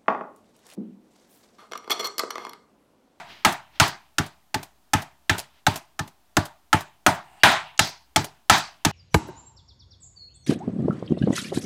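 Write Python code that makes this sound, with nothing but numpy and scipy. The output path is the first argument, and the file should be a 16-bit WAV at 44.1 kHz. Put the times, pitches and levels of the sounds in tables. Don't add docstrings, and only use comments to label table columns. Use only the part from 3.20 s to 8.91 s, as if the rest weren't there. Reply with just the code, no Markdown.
import sys
import numpy as np
from scipy import signal
from scipy.fft import rfft, irfft
from scipy.io import wavfile

SR = 44100
rng = np.random.default_rng(int(sys.argv[2]) if len(sys.argv) > 2 else 0)


def volts_from_decibels(level):
    exponent = np.asarray(level, float) / 20
    return 10 ** exponent


def to_wav(s):
    ch = np.atleast_2d(s).T
    pcm = np.round(np.clip(ch, -1, 1) * 32767)
    wavfile.write(sys.argv[1], SR, pcm.astype(np.int16))


N = 251987
PAD = SR // 4

# (time [s], slap level [dB], crack re slap [dB],
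# room ring re slap [dB], thud level [dB])
BLOWS = [(-.11, -12, -10.5, -6, -65), (0.249, -5.5, -13, -10, -18), (0.6, -3, -8.5, -10.5, -11.5),
         (0.984, -14, -6, -14.5, -14), (1.344, -15.5, -9, -18, -21.5), (1.735, -11.5, -8.5, -13, -11.5),
         (2.096, -8.5, -14, -14.5, -13), (2.467, -8.5, -10.5, -14, -11.5), (2.792, -20.5, -7.5, -18.5, -21),
         (3.169, -16.5, -1.5, -16.5, -10.5), (3.53, -7, -15.5, -15, -10),
         (3.8645, -7.5, -9.5, -12.5, -13.5), (4.235, 9, -39, -6, -6.5), (4.593, -5, -5, -14.5, -14),
         (4.961, -7, -6.5, -15.5, -16), (5.298, 0.5, -6.5, -8, -10), (5.65, -9.5, -6, -16, -12.5)]
# (frequency [Hz], level [dB per Hz])
SIZZLE_SPECTRUM = [(3000, -22), (5500, -1), (7500, 0), (10000, -5.5), (13000, -13), (16000, -19)]


def rms_one(x):
    return x / np.sqrt(np.mean(x ** 2) + 1e-20)


def at_hz(points, hz, axis=1):
    points = np.array(points)
    return np.interp(np.log(hz + 1), np.log(points[:, 0]), points[:, axis])


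def colour(x, spectrum):
    size = 2 ** 15
    log_gain = at_hz(spectrum, np.fft.rfftfreq(size, 1 / SR)) * np.log(10) / 20
    cepstrum = irfft(log_gain)
    cepstrum[1:size // 2] *= 2
    response = irfft(np.exp(rfft(cepstrum[:size // 2 + 1], size)))
    return signal.fftconvolve(x, response / np.linalg.norm(response))[:len(x)]


def time_line():
    return (np.arange(N + PAD) - PAD) / SR


def clicks(times, db):
    out = np.zeros(N + PAD)
    samples = np.round(np.asarray(times) * SR).astype(int) + PAD
    np.add.at(out, samples, volts_from_decibels(np.asarray(db)))
    return out


def shaped(train, shape):
    return signal.fftconvolve(train, shape)[:len(train)]


def ring(train, hz, t60):
    r, w = volts_from_decibels(-60 / (t60 * SR)), 2 * np.pi * hz / SR
    return signal.lfilter([0, np.sin(w)], [1, -2 * r * np.cos(w), r * r], train + 1e-18)


def fade(power, t60):
    return signal.lfilter([1], [1, -volts_from_decibels(-120 / (t60 * SR))], power + 1e-18)


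def grit(per_s, spread_db):
    excess = np.minimum(rng.exponential(1, N + PAD), 4)
    sizes = volts_from_decibels(spread_db * excess) * rng.choice([-1, 1], N + PAD)
    return rms_one(sizes * (rng.random(N + PAD) < per_s / SR))


def flutter(rate):
    r = np.exp(-2 * np.pi * rate / SR)
    return rms_one(signal.lfilter([1], [1, -2 * r, r * r], rng.standard_normal(N + PAD)))


def through(s, axis):
    # (time [s], extra knock [dB], extra jolt and rumble [dB])
    thin_blows = [
        (0.983, 0, 2.5),
        (2.096, -1, 0.5),
        (2.466, -0.8, -2),
        (3.17, 9.5, 6),
        (3.865, 6.5, 10),
        (4.593, 0, -12),
        (4.96, 0.5, 6),
        (5.65, 1.5, 5.5),
    ]
    return sum(row[axis] * (np.abs(s - row[0]) < .05) for row in thin_blows)


def by_spot(s, count):
    spread_db = 3.0
    blow = np.searchsorted(s[1:] - .05, time_line())
    return volts_from_decibels(spread_db * rng.standard_normal((len(s), count)))[blow].T


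def hush():
    # (frequency [Hz], level [dB per Hz])
    hush_spectrum = [(30, -24.5), (45, -10), (62, -0.5), (100, -23), (240, -17.5), (450, -21), (713, -17),
                     (2220, -29), (3300, -28.5), (9230, -33), (15200, -33)]
    return volts_from_decibels(-63) * rms_one(colour(rng.standard_normal(N + PAD), hush_spectrum))


def kitchen(feeds):
    # (frequency [Hz], early t60 [s], late t60 [s], late level [dB])
    decays = [(80, 0.18, 0.77, -30.5), (240, 0.17, 0.18, -9.5), (830, 0.26, 0.45, -13),
              (1640, 0.26, 0.39, -16), (3000, 0.25, 0.58, -21), (4900, 0.25, 0.35, -18),
              (7500, 0.25, 0.37, -35.5), (15000, 0.07, .25, -45)]
    out, white = 0, rng.standard_normal((2, N + PAD))
    edges = 50 * 2 ** np.arange(0, 8.5, 1 / 3)
    grid = np.linspace(10, SR / 2, 2000)
    rise = np.exp(-1 / (0.0027 * SR))
    lumps = volts_from_decibels(0.54 * flutter(90))
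    for k, (low, high) in enumerate(zip(edges, edges[1:])):
        hz = np.sqrt(low * high)
        power = 0
        for train, tone in feeds:
            share = volts_from_decibels(2 * at_hz(tone, hz)) / np.mean(volts_from_decibels(2 * at_hz(tone, grid)))
            power = power + train ** 2 * share
        early = fade(power, at_hz(decays, hz))
        late = volts_from_decibels(2 * at_hz(decays, hz, axis=3)) * fade(power, at_hz(decays, hz, axis=2))
        power = signal.lfilter([1 - rise], [1, -rise], early + late)
        patches = volts_from_decibels(1.8 * flutter(9.9))
        band = signal.butter(2, [low, high], "band", fs=SR, output="sos")
        out = out + patches * np.sqrt(power) * signal.sosfilt(band, white[k % 2])
    return out * lumps


def fingers():
    # (loudest time [s], level [dB], swell [dB/s], dying [dB/s], run-up [s])
    slides = [
        (.105, -43.5, 268, 86, 0.21),
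        (.56, -51, 332.5, 200.5, .1),
        (2.392, -61.5, 62, 396, 0.17),
        (4.2, -52.5, 28, 303, 0.16),
        (4.227, -52.5, 60, 2999.5, 0.029),
    ]
    # (frequency [Hz], level [dB per Hz])
    hiss = [(1200, 0.5), (2400, 3), (3200, 2.5), (5000, -4), (7000, -17), (9000, -25), (11000, -24)]
    squeak = [(600, -10.5), (775, 7.5), (1100, -9), (2500, -10.5), (2890, -6.5), (3250, -17.5),
              (4700, -21.5), (6000, -28), (8300, -17), (9160, -18.5), (9700, -30.5)]
    chirp = [(1800, -32), (2600, -18.5), (2850, -7.5), (3050, -16.5), (4300, -28), (4600, -13.5),
             (5000, -33.5), (8000, -54.5)]
    t, out = time_line(), 0
    for (s, db, swell, dying, lead), tone in zip(slides, [hiss, hiss, hiss, squeak, chirp]):
        fall_db = np.where(t < s, swell * (s - t), dying * (t - s))
        level = volts_from_decibels(db - fall_db) * (t > s - lead)
        out = out + level * colour(grit(10000, spread_db=-3.5), tone)
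    return out


def peeling(peels):
    lead_s, t60_s = .006, 0.055
    t, swell = time_line(), 0
    for s, db in peels:
        fall_db = np.where(t < s, 26 * (s - t) / lead_s, 60 * (t - s) / t60_s)
        swell = swell + volts_from_decibels(db - 9.5 - fall_db - 4.0 * (t < s))
    return swell * (grit(16000, spread_db=2.0) + 0.5 * grit(410, spread_db=3.0))


def fretting():
    # (frequency [Hz], level [dB per Hz])
    fret_spectrum = [(2000, -28.5), (6000, -11), (10000, -3.5), (14000, 1.5), (16000, -1.5)]
    cling_s, sag_db_per_s = 0.086, 60
    s, slap_db, crack_db, wet_db, _ = np.transpose(BLOWS)
    rest = np.arange(int(.2 * SR)) / SR
    cling_db = .9 * (slap_db + wet_db) + .25 * crack_db - 27
    easing = volts_from_decibels(-sag_db_per_s * rest - 500 * np.maximum(rest - cling_s, 0))
    cling = shaped(clicks(s, cling_db), easing)
    return colour(cling * grit(12000, spread_db=4.0), fret_spectrum)


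def film():
    # (time [s], peak level [dB])
    peels = [(0.325, -18.5), (0.679, -17), (1.0631, -28.5), (1.4309, -22.5), (1.8211, -23), (2.1736, -42),
             (2.1826, -14.5), (2.1977, -23.5), (2.5406, -29.5), (2.5595, -15), (2.5757, -28.5),
             (2.8774, -31.5), (3.255, -21), (3.595, -44), (3.6078, -22.5), (3.9494, -31), (4.315, -15),
             (4.648, -24), (4.672, -26), (4.692, -29.5), (5.0447, -16.5), (5.3797, -18)]
    # (time [s], peak level [dB])
    snap_events = [(2.174, -28), (2.193, 3.5), (2.2004, -6), (2.2044, -19), (2.5401, -23), (2.5581, -25),
                   (2.573, -27), (2.5793, -34), (3.5934, -33), (3.6026, -38), (3.6174, -34.5),
                   (3.6294, -37), (4.4816, -30.5), (4.6723, -28), (4.7044, -45), (5.0404, -32)]
    # (time [s], peak level [dB])
    graze_events = [
        (4.5772, -23.5),
    ]
    # (frequency [Hz], level [dB per Hz])
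    crackle_spectrum = [(400, -2.5), (700, 5.5), (1500, -9), (2400, -7), (4000, -7.5), (7000, -9),
                        (14000, -13), (17000, -20)]
    short = np.exp(-np.arange(200) / SR / .00015) * rng.standard_normal(200)
    snaps = volts_from_decibels(-6.0) * colour(shaped(clicks(*np.transpose(snap_events)), short), SIZZLE_SPECTRUM)
    scrape = np.exp(-np.arange(900) / SR / .002) * rng.standard_normal(900)
    graze = shaped(clicks(*np.transpose(graze_events)), scrape)
    graze = signal.sosfilt(signal.butter(3, [2600, 7000], "band", fs=SR, output="sos"), graze)
    crackle = peeling(peels) + snaps
    sound = colour(crackle, crackle_spectrum) + graze + fretting()
    return sound, [(volts_from_decibels(-42.5) * crackle, crackle_spectrum)]


def counter():
    # (frequency [Hz], level [dB], t60 [s])
    slab_modes = [(98.6, 2.5, 0.12), (150, -6.5, 0.2), (210.6, -12, 0.036), (280, -4.5, 0.059),
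                  (313, -11.5, 0.13), (360, -17, 0.039)]
    # (frequency [Hz], level [dB per Hz])
    rumble_spectrum = [(50, -16), (90, -4.5), (150, 3.5), (300, -4.5), (420, -6), (700, -36.5), (2000, -68)]
    s, slap_db, crack_db, wet_db, thud_db = np.transpose(BLOWS)
    extra_db, spot = through(s, axis=2), by_spot(s, count=len(slab_modes))
    s = s + .0185
    jolt_db = thud_db - 6.5 + 0.045 * crack_db + extra_db
    rumble_db = 0.55 * (slap_db + wet_db) - 29.5 + 0.43 * extra_db
    soft = np.hanning(70) / 35
    spring = shaped(clicks(s - .0017, thud_db - 9.0), soft)
    jolt = shaped(clicks(s - .0155, jolt_db - 1) + clicks(s - .0122, jolt_db - 6), soft)
    dip = shaped(clicks(s - .0041, thud_db + 2.5), np.hanning(130))
    modes = 0
    for gain, (hz, db, t60) in zip(spot, slab_modes):
        drive = spring + jolt * min(hz / 280, 1) ** 4
        modes = modes + volts_from_decibels(db) * ring(gain ** .3 * drive, hz, t60)
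    return modes - dip, [(clicks(s - .006, rumble_db + 18), rumble_spectrum)]


def mallet():
    # (frequency [Hz], level [dB], t60 [s])
    board_modes = [(603, -8.5, 0.26), (776, -22, 0.29), (866.5, 5, 0.08), (898, -4.5, .09),
                   (1164, -6, 0.14), (1270, 7.5, 0.05), (1770, 2, 0.055)]
    # (frequency [Hz], level [dB per Hz])
    knock_spectrum = [(350, -19.5), (520, -24.5), (640, -7), (900, -6.5), (1100, -11.5), (1600, -13),
                      (4000, -35.5)]
    slap_spectrum = [(500, -34), (900, -15.5), (1300, -4), (1800, -2.5), (2600, -6.5), (3600, -8),
                     (5000, -15.5), (10000, -39)]
    crack_spectrum = [(2000, -8), (3200, 0), (4500, -1), (6500, 3), (8500, -3.5), (12000, -12),
                      (15000, -14), (17000, -49)]
    film_ring_spectrum = [(2200, -22), (3300, -4.5), (4200, -1), (5000, -2), (6200, -11), (7500, -13),
                          (12000, -39)]
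    quiver_spectrum = [(1200, -24.5), (1900, -9.5), (2800, -9), (4100, -8.5), (4800, 2.5), (5600, -4.5),
                       (6600, -13), (8000, -28)]
    # (time [s], level [dB])
    quivers = [
        (-.11, -70.5),
        (0.601, -58),
        (4.591, -52.5),
        (5.299, -48.5),
    ]
    squash_s, quiver_t60_s = 0.0034, 0.27
    s, slap_db, crack_db, wet_db, _ = np.transpose(BLOWS)
    s, wet = s - .001, slap_db + wet_db
    knock_db = 0.61 * wet - 7 + through(s, axis=1)
    t = np.arange(int(.06 * SR)) / SR
    squash = (1 - np.exp(-t / 0.00031)) * np.exp(-np.maximum(t - squash_s, 0) / 0.004)

    def burst(db, source, spectrum):
        return colour(shaped(clicks(s, db), squash) * source, spectrum)

    air, film_grit = rng.standard_normal((2, N + PAD)), grit(9000, spread_db=5.0)
    knock = burst(knock_db + 7.5, air[0], knock_spectrum)
    slap = burst(slap_db - 4.0, air[1], slap_spectrum)
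    crack = burst(slap_db + crack_db + 3.5, film_grit, crack_spectrum)
    spot, board = by_spot(s, count=len(board_modes)), 0
    for k, (hz, db, t60) in enumerate(board_modes):
        board = board + volts_from_decibels(db - 43.5) * (-1) ** k * ring(spot[k] * (knock + slap), hz, t60)
    quiver = np.sqrt(fade(clicks(*np.transpose(quivers)) ** 2, quiver_t60_s))
    feeds = [(clicks(s + 0.0019, knock_db + wet_db + 12.0), knock_spectrum),
             (clicks(s + 0.0047, wet - 3), slap_spectrum),
             (clicks(s + 0.0008, wet + 1.3 * crack_db + 2.0), film_ring_spectrum),
             (clicks(s + .003, wet + 0.21 * crack_db - 10.5), SIZZLE_SPECTRUM),
             (quiver, quiver_spectrum)]
    return knock + slap + crack + board, feeds


def scene():
    sounds, feeds = zip(mallet(), counter(), film())
    mix = sum(sounds) + fingers() + kitchen(sum(feeds, [])) + hush()
    return mix[None, PAD:]


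def low_pass(x):
    return signal.sosfilt(signal.butter(12, 16960, fs=SR, output="sos"), x)


def record(dry):
    limit_db, attack_s, release_db_per_s, ceiling = 2.5, 0.0017, 105.5, .87
    x = signal.lfilter(*signal.iirnotch(505, 4.0, fs=SR), dry[0])
    x = signal.sosfilt(signal.butter(3, 60, "high", fs=SR, output="sos"), x)
    fall_db = release_db_per_s * np.arange(N) / SR
    over_db = np.maximum(20 * np.log10(np.abs(x) + 1e-9) - limit_db, 0)
    held_db = np.maximum(np.maximum.accumulate(over_db + fall_db) - fall_db, 0)
    grip = np.exp(-1 / (attack_s * SR))
    x = x * volts_from_decibels(-signal.lfilter([1 - grip], [1, -grip], held_db))
    x = ceiling * x / (1 + (np.abs(x) / ceiling) ** 4) ** .25
    x = signal.sosfilt(signal.cheby2(8, 40, 16700, fs=SR, output="sos"), x) - .0007
    return low_pass(x[None])


dry = scene()
out = record(dry)
to_wav(out)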